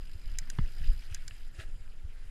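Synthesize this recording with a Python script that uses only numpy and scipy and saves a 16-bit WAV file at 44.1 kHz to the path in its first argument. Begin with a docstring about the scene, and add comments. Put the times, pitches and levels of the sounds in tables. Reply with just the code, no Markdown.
"""A mountain bike rolls down a dirt trail, heard from the rider's chest.
From the start the drivetrain ticks, tyres crunch and wind buffets; bumps thud and loose parts rattle.
At 0.4 s the shifter is pressed and released, each snap exciting its modes; at 0.6 s a hard knock
rings the frame. A second pair of clicks begins at 1.15 s. Near 1.6 s the bike scuffs through dirt
and leaves, and the ticking dies away."""
import sys
import numpy as np
from scipy import signal
from scipy.io import wavfile
from scipy.ndimage import uniform_filter1d

SR = 44100
rng = np.random.default_rng(int(sys.argv[2]) if len(sys.argv) > 2 else 0)


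def dump_mix(stems):
    """Bounce the given channels to the path in sys.argv[1] as a 16-bit WAV at rate SR."""
    frames = np.atleast_2d(stems).T  # one column per channel
    limited = np.clip(frames, -1, 1)  # hard clip at full scale
    pcm = np.round(limited * 32767).astype(np.int16)
    wavfile.write(sys.argv[1], SR, pcm)


N = 101429
TIME = np.arange(N) / SR

# modes of small struck objects, loose parts and grit alike: f/Hz, gain/dB, T60/s
SMALL_PART_MODES = [(1350, -7.5, 0.015), (1678, -3, 0.02), (1965, -3.5, 0.0053), (2494, -1, 0.0092),
                    (2850, 0.5, 0.009), (3960, -11, 0.0041)]


def shifter():
    """Impact excitation: a catch slides, snaps in and rebounds, ringing itself, housing and spring."""
    # clicks: t/s, relative level/dB, slide length/s, slide gain/dB, first rebound delay/s, gain/dB,
    # second rebound delay/s, gain/dB, housing gain/dB, spring gain/dB, spring f/Hz (set by its tension)
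    clicks = [(.3862, -17, 0.0006, -6, 0.00093, -2.2, .00183, -5, -0.5, -14, 5100),
              (.5006, -24.5, .0014, -1.5, .00119, 1, 0.0014, -11.5, 2, -2, 4839),
              (1.1462, -20, .0018, -5, 0.00019, -6, 0.0012, -7.5, -0.5, -7, 4778),
              (1.2797, -26, 0.0019, -7, 0.00096, -9, .00179, -18, 2, 4.5, 4730)]
    # modes of the metal catch and of the housing: f/Hz, gain/dB, T60/s
    catch_modes = [(5080, -15.5, 0.022), (6110, -3.5, 0.0093), (6650, -2.5, 0.0063), (7240, -0.3, 0.0092),
                   (8270, -8, 0.0064), (8960, -8, 0.0072), (10040, -10.5, 0.0054), (10500, -13.5, 0.0075),
                   (12528, -21, 0.0054), (13600, -20, 0.0048)]
    housing_modes = [(1565, -11.5, 0.018), (1910, -13.1, 0.0221), (2290, -18.5, 0.028),
                     (2930, -15.5, 0.018), (3540, -14, 0.012), (4040, -14.5, 0.017)]
    chatter_db, tail_db = -20.5, -39
    catch_force, housing_force, spring = 0, 0, 0
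    for (s, db, slide_s, slide_db, first_s, first_db, second_s, second_db,
         housing_db, spring_db, spring_hz) in clicks:
        snap = impulses(s, db)
        sliding = (TIME > s - slide_s) & (TIME < s)
        slide = from_db(db + slide_db + chatter_db) * sliding * rng.standard_normal(N)
        force = snap + slide
        force += from_db(first_db) * delayed(snap, first_s)
        force += from_db(second_db) * delayed(snap, second_s)
        force += from_db(chatter_db) * chatter(snap, t60=0.018)
        force += from_db(tail_db) * chatter(snap, t60=0.069)
        catch_force += force
        housing_force += from_db(housing_db) * force
        spring += ring(force, [(spring_hz, spring_db - 7.5, 0.024)])
    crack = from_db(-3.5) * highpass(catch_force, hz=1700, order=2)  # the bare contact
    vibration = crack + ring(catch_force, catch_modes) + ring(housing_force, housing_modes) + spring
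    return from_db(-12) * small_part_bass_cut(vibration)


def knocks():
    """Modal response: blows from the ground ring the frame; a heavy one also drives its low modes."""
    # blows: t/s, level/dB, thud gain/dB
    blows = [(0.4724, -42.5, -23), (0.5864, -20.5, -2.5)]
    # high and low modes of the frame: f/Hz, gain/dB, T60/s
    high_modes = [(494, -21.5, 0.023), (1010, -12, 0.013), (1240, -13.5, 0.014), (1430, -11, 0.013),
                  (1790, -16.5, 0.015), (2087, -26.5, 0.04), (2950, -22.5, 0.011), (3380, -25.5, 0.026),
                  (4280, -24.5, 0.01)]
    low_modes = [(114, 5.5, 0.058), (172.6, 2.5, 0.043), (242.6, -8, 0.048), (387, -11.5, 0.021)]
    s, db, thud_db = np.transpose(blows)
    hits = impulses(s, db)
    force = hits + from_db(-24) * chatter(hits, t60=0.018)
    return ring(force, high_modes) + ring(impulses(s, db + thud_db), low_modes)


def bumps():
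    """Vibration isolation: the suspension softens each bump to a thud, the deeper the slower."""
    # thuds: peak t/s, level/dB, f/Hz
    thuds = [(0.157, -35, 71), (0.625, -25.5, 55), (0.811, -37.5, 127), (0.821, -30.5, 43.7),
             (.893, -18, 22.5), (.945, -49, 114), (1.121, -33, 74.5), (1.318, -44, 85.5), (1.595, -34, 85),
             (2.052, -33, 64.6), (2.259, -45.5, 89)]
    width_cycles = 0.41
    out = 0
    for s, db, hz in thuds:
        cycles = (TIME - s) * hz
        envelope = from_db(db) / np.cosh(np.clip(cycles / width_cycles, -20, 20))
        out += envelope * np.cos(2 * np.pi * cycles)
    return out


def drivetrain():
    """Quasi-periodic excitation: teeth tick past at a slightly uneven rate and ring the metal."""
    # ticking: t/s, tick rate/Hz, level/dB
    ticking = [(0, 48, -51.5), (.33, 50, -50), (.52, 52, -53), (.6, 66, -53.5), (.88, 66, -46.5),
               (1.1, 67, -55.5), (1.35, 60, -54), (1.7, 62, -61.5), (2.3, 52.9, -86)]
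    # drivetrain modes: f/Hz, gain/dB, T60/s
    modes = [(2970, -7, 0.0091), (4300, -3.5, 0.0053), (4770, -9, 0.015), (4950, -4.5, 0.021),
             (5780, -18, 0.0087), (7140, -12.5, 0.0094), (8800, -14.5, .006), (10330, -16, 0.0079),
             (11940, -8.5, 0.0052)]
    jitter_teeth, spread_db = 0.067, 2
    rate, db = in_time(ticking)
    teeth_passed = np.cumsum(rate) / SR
    timing, strength = rng.standard_normal((200, 2)).T
    due = np.arange(len(timing)) + 0.5 + jitter_teeth * timing
    reached = due < teeth_passed[-1]
    hits = impulses(np.interp(due[reached], teeth_passed, TIME), spread_db * strength[reached])
    force = from_db(-8) * hits + rough_contact(hits, t60=0.029)
    return from_db(db) * ring(force, modes)


def rattles():
    """Rough impacts: loose cables and chain tap the frame, each tap with a short rasp."""
    # taps: t/s, level/dB
    taps = [(0.095, -50.5), (0.29, -54.5), (.354, -55), (0.66, -51.5), (0.685, -51), (0.817, -48),
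            (0.844, -45), (0.863, -56), (0.919, -55), (1.119, -51), (1.125, -44), (1.167, -49),
            (1.3092, -39), (1.407, -55), (1.837, -59.5), (1.877, -54)]
    hits = impulses(*np.transpose(taps))
    force = hits + from_db(-4.5) * rough_contact(hits, t60=0.0096)
    return small_part_bass_cut(ring(force, SMALL_PART_MODES))


def scuffs():
    """Friction noise: a gritty swish through dirt and leaves swells and fades."""
    # Gaussian swells: peak t/s, level/dB, rise width/s, fall width/s
    swells = [(1.554, -63, .011, 0.015), (1.606, -50.5, 0.015, .024), (1.694, -65, 0.018, 0.021)]
    # swish spectrum: f/Hz, relative density/dB
    spectrum = [(250, -5), (400, 9), (490, -9.5), (620, 11), (1000, -21), (1550, 5.5), (2100, -2.5),
                (2850, -7.5), (3700, -5), (5000, -9.5), (7500, -10.5), (10500, -16), (15000, -43)]
    envelope = 0
    for s, db, rise, fall in swells:
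        width = np.where(TIME < s, rise, fall)
        envelope += from_db(db) * np.exp(-((TIME - s) / width) ** 2 / 2)
    swish = banded_noise(spectrum, flicker_db=2.5, flicker_hz=87)
    return envelope * (swish + from_db(-3) * grit(per_s=250))


def tyres():
    """Rolling noise: the tread rumbles and hisses on rough dirt while grit cracks under it."""
    # envelopes of crunch and rumble: t/s, level/dB
    crunch_levels = [(0, -62.5), (.18, -65.5), (.32, -63), (.5, -60.5), (.65, -59.5), (.75, -61.5),
                     (.87, -57), (.96, -62), (1.03, -58), (1.09, -62), (1.14, -56.5), (1.23, -63.5),
                     (1.38, -63), (1.5, -66.5), (1.68, -70.5), (1.78, -66.5), (2.0, -67.5), (2.3, -65)]
    rumble_levels = [(0, -59.5), (.4, -56.5), (.55, -53), (.64, -47), (.72, -61), (.8, -52), (.95, -58.5),
                     (1.05, -59.5), (1.45, -62), (1.7, -58), (1.9, -62), (2.3, -64)]
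    # their spectra: f/Hz, relative density/dB
    crunch_spectrum = [(800, -5), (1150, -9.5), (1600, 5.5), (2100, 1), (2800, 2), (3700, -5.5), (5000, -6),
                       (7000, -14.5), (11000, -11), (15000, -30)]
    rumble_spectrum = [(40, 4.5), (70, -4), (115, 0.5), (170, -12.5), (250, -16), (400, -20.5), (600, -26),
                       (900, -42)]
    hiss = banded_noise(crunch_spectrum, flicker_db=3.0, flicker_hz=26)
    crunch = hiss + from_db(-17) * grit(per_s=250)
    rumble = banded_noise(rumble_spectrum, flicker_db=3.5, flicker_hz=21)
    return gain_curve(crunch_levels) * crunch + gain_curve(rumble_levels) * rumble


def grit(per_s):
    """Shot noise: bits of dirt crack at random times with uneven strength; rms 1."""
    strength_db = np.minimum(rng.exponential(1, N), 4)
    hits = from_db(strength_db) * (rng.random(N) < per_s / SR)
    return rms_one(ring(rough_contact(hits, t60=0.0049), SMALL_PART_MODES))


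def wind():
    """Turbulent pressure: slow eddies push on the microphone in gusts, over a faint rush of air."""
    # gusts: t/s, level/dB
    gusts = [(0, -31), (.18, -40.5), (.26, -29), (.46, -32.5), (.56, -34), (.63, -22), (.7, -35.5),
             (.78, -33), (.89, -18), (.96, -35.5), (1.06, -36.5), (1.22, -33.5), (1.36, -43.5), (1.46, -32),
             (1.55, -47), (1.69, -32.5), (1.84, -37.5), (2.3, -38)]
    # spectra of the eddies and the rush: f/Hz, relative density/dB
    eddy_spectrum = [(10, -9), (14, 6), (24, -5), (34, -16), (48, -20.5), (68, -33)]
    rush_spectrum = [(150, -0.5), (250, -2.5), (400, -5), (650, -9.5), (1000, -13.5), (1400, -11)]
    eddies = banded_noise(eddy_spectrum, flicker_db=-1.5, flicker_hz=11)
    power = np.abs(signal.hilbert(eddies)) ** 2 / 2
    local_rms = np.sqrt(uniform_filter1d(power, size=4500))
    rush = banded_noise(rush_spectrum, flicker_db=1.5, flicker_hz=23)
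    return gain_curve(gusts) * eddies / local_rms + from_db(-69.5) * rush


def jingle():
    """Random forcing: constant shaking keeps small metal parts ringing faintly."""
    # envelope: t/s, level/dB
    levels = [(0, -75), (1.1, -76), (1.3, -72.5), (1.345, -66), (1.39, -77), (1.46, -81), (1.48, -66),
              (1.505, -88), (1.545, -67.5), (1.62, -74), (1.75, -73.5), (2.0, -78.5), (2.3, -75.5)]
    # modes of the metal parts: f/Hz, gain/dB, T60/s
    modes = [(4920, -1.5, 0.017), (6800, -2, 0.012), (7610, 2, 0.0081), (8860, -5, 0.015),
             (10140, -1.5, 0.0085), (11020, -4, .012)]
    return gain_curve(levels) * rms_one(ring(rng.standard_normal(N), modes))


def ring(force, modes):
    """Modal superposition: a force drives damped resonators in parallel, signs alternating."""
    out = 0
    for k, (hz, db, t60) in enumerate(modes):
        r, w = decay_per_sample(t60), 2 * np.pi * hz / SR
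        mode = signal.lfilter([0, np.sin(w)], [1, -2 * r * np.cos(w), r * r], force + 1e-18)
        out += (-1) ** k * from_db(db) * mode
    return out


def chatter(hits, t60):
    """Exponential decay: each impulse becomes a dying spray of tiny contacts."""
    envelope = signal.lfilter([1], [1, -decay_per_sample(t60)], hits + 1e-18)
    return envelope * rng.standard_normal(N)


def rough_contact(hits, t60):
    """Energy conservation: chatter scaled to carry the energy of its impulse."""
    return chatter(hits, t60) * np.sqrt(2 * np.log(1000) / (t60 * SR))


def small_part_bass_cut(x):
    """Bass cut: these small parts sound only above about 1.1 kHz."""
    return highpass(x, hz=1100, order=4)


def banded_noise(spectrum, flicker_db, flicker_hz):
    """Amplitude modulation: third-octave bands of noise flicker independently; rms 1."""
    hz, db = np.transpose(spectrum)
    edges = 10 * 2 ** (np.arange(33) / 3)
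    white = rng.standard_normal((2, N + SR))
    out = 0
    for k, (low, high) in enumerate(zip(edges, edges[1:])):
        flicker = flicker_db * drift(flicker_hz)
        if high > hz[0] and low < hz[-1]:
            bandpass = signal.butter(2, [low, high], "band", fs=SR, output="sos")
            band = signal.sosfilt(bandpass, white[k % 2])[SR:]
            centre_db = np.interp(np.log(low * high) / 2, np.log(hz), db)
            out += band * from_db(centre_db + flicker)
    return rms_one(out)


def drift(hz):
    """Low-passed noise: a smooth random wander of rms 1."""
    step = 40  # samples
    r = np.exp(-2 * np.pi * hz * step / SR)
    white = rng.standard_normal(N // step + 2002)
    slow = signal.lfilter([1], [1, -2 * r, r * r], white)[2000:]
    return np.interp(np.arange(N) / step, np.arange(len(slow)), rms_one(slow))


def impulses(s, db):
    """Ideal impacts at the given times and levels."""
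    out = np.zeros(N)
    samples = (np.asarray(s) * SR).astype(int)
    np.add.at(out, np.clip(samples, 0, N - 1), from_db(db))
    return out


def delayed(x, s):
    """Circular delay by s seconds."""
    return np.roll(x, int(round(s * SR)))


def highpass(x, hz, order):
    """Butterworth attenuation below hz."""
    return signal.sosfilt(signal.butter(order, hz, "high", fs=SR, output="sos"), x)


def decay_per_sample(t60):
    """Damping factor that loses 60 dB in t60 seconds."""
    return np.exp(-np.log(1000) / (t60 * SR))


def in_time(rows):
    """Linear interpolation of each column over the times in the first."""
    s, *columns = np.transpose(rows)
    return [np.interp(TIME, s, column) for column in columns]


def gain_curve(levels):
    """Amplitude envelope through points of time and level."""
    return from_db(in_time(levels)[0])


def from_db(db):
    """Decibels to amplitude ratio."""
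    return 10 ** (np.asarray(db) / 20)


def rms_one(x):
    """Normalisation to unit rms."""
    return x / np.sqrt(np.mean(x ** 2) + 1e-20)


def scene():
    """Superposition: bike, ground and air add at one microphone."""
    bike = shifter() + drivetrain() + bumps() + knocks() + rattles() + jingle()
    return (bike + tyres() + scuffs() + wind())[None]


def record(dry):
    """Band limiting: a steep elliptic low-pass removes the highest treble."""
    cutoff_hz = 15600
    return signal.sosfilt(signal.ellip(10, .1, 80, cutoff_hz, fs=SR, output="sos"), dry)


dry = scene()
out = record(dry)
dump_mix(out)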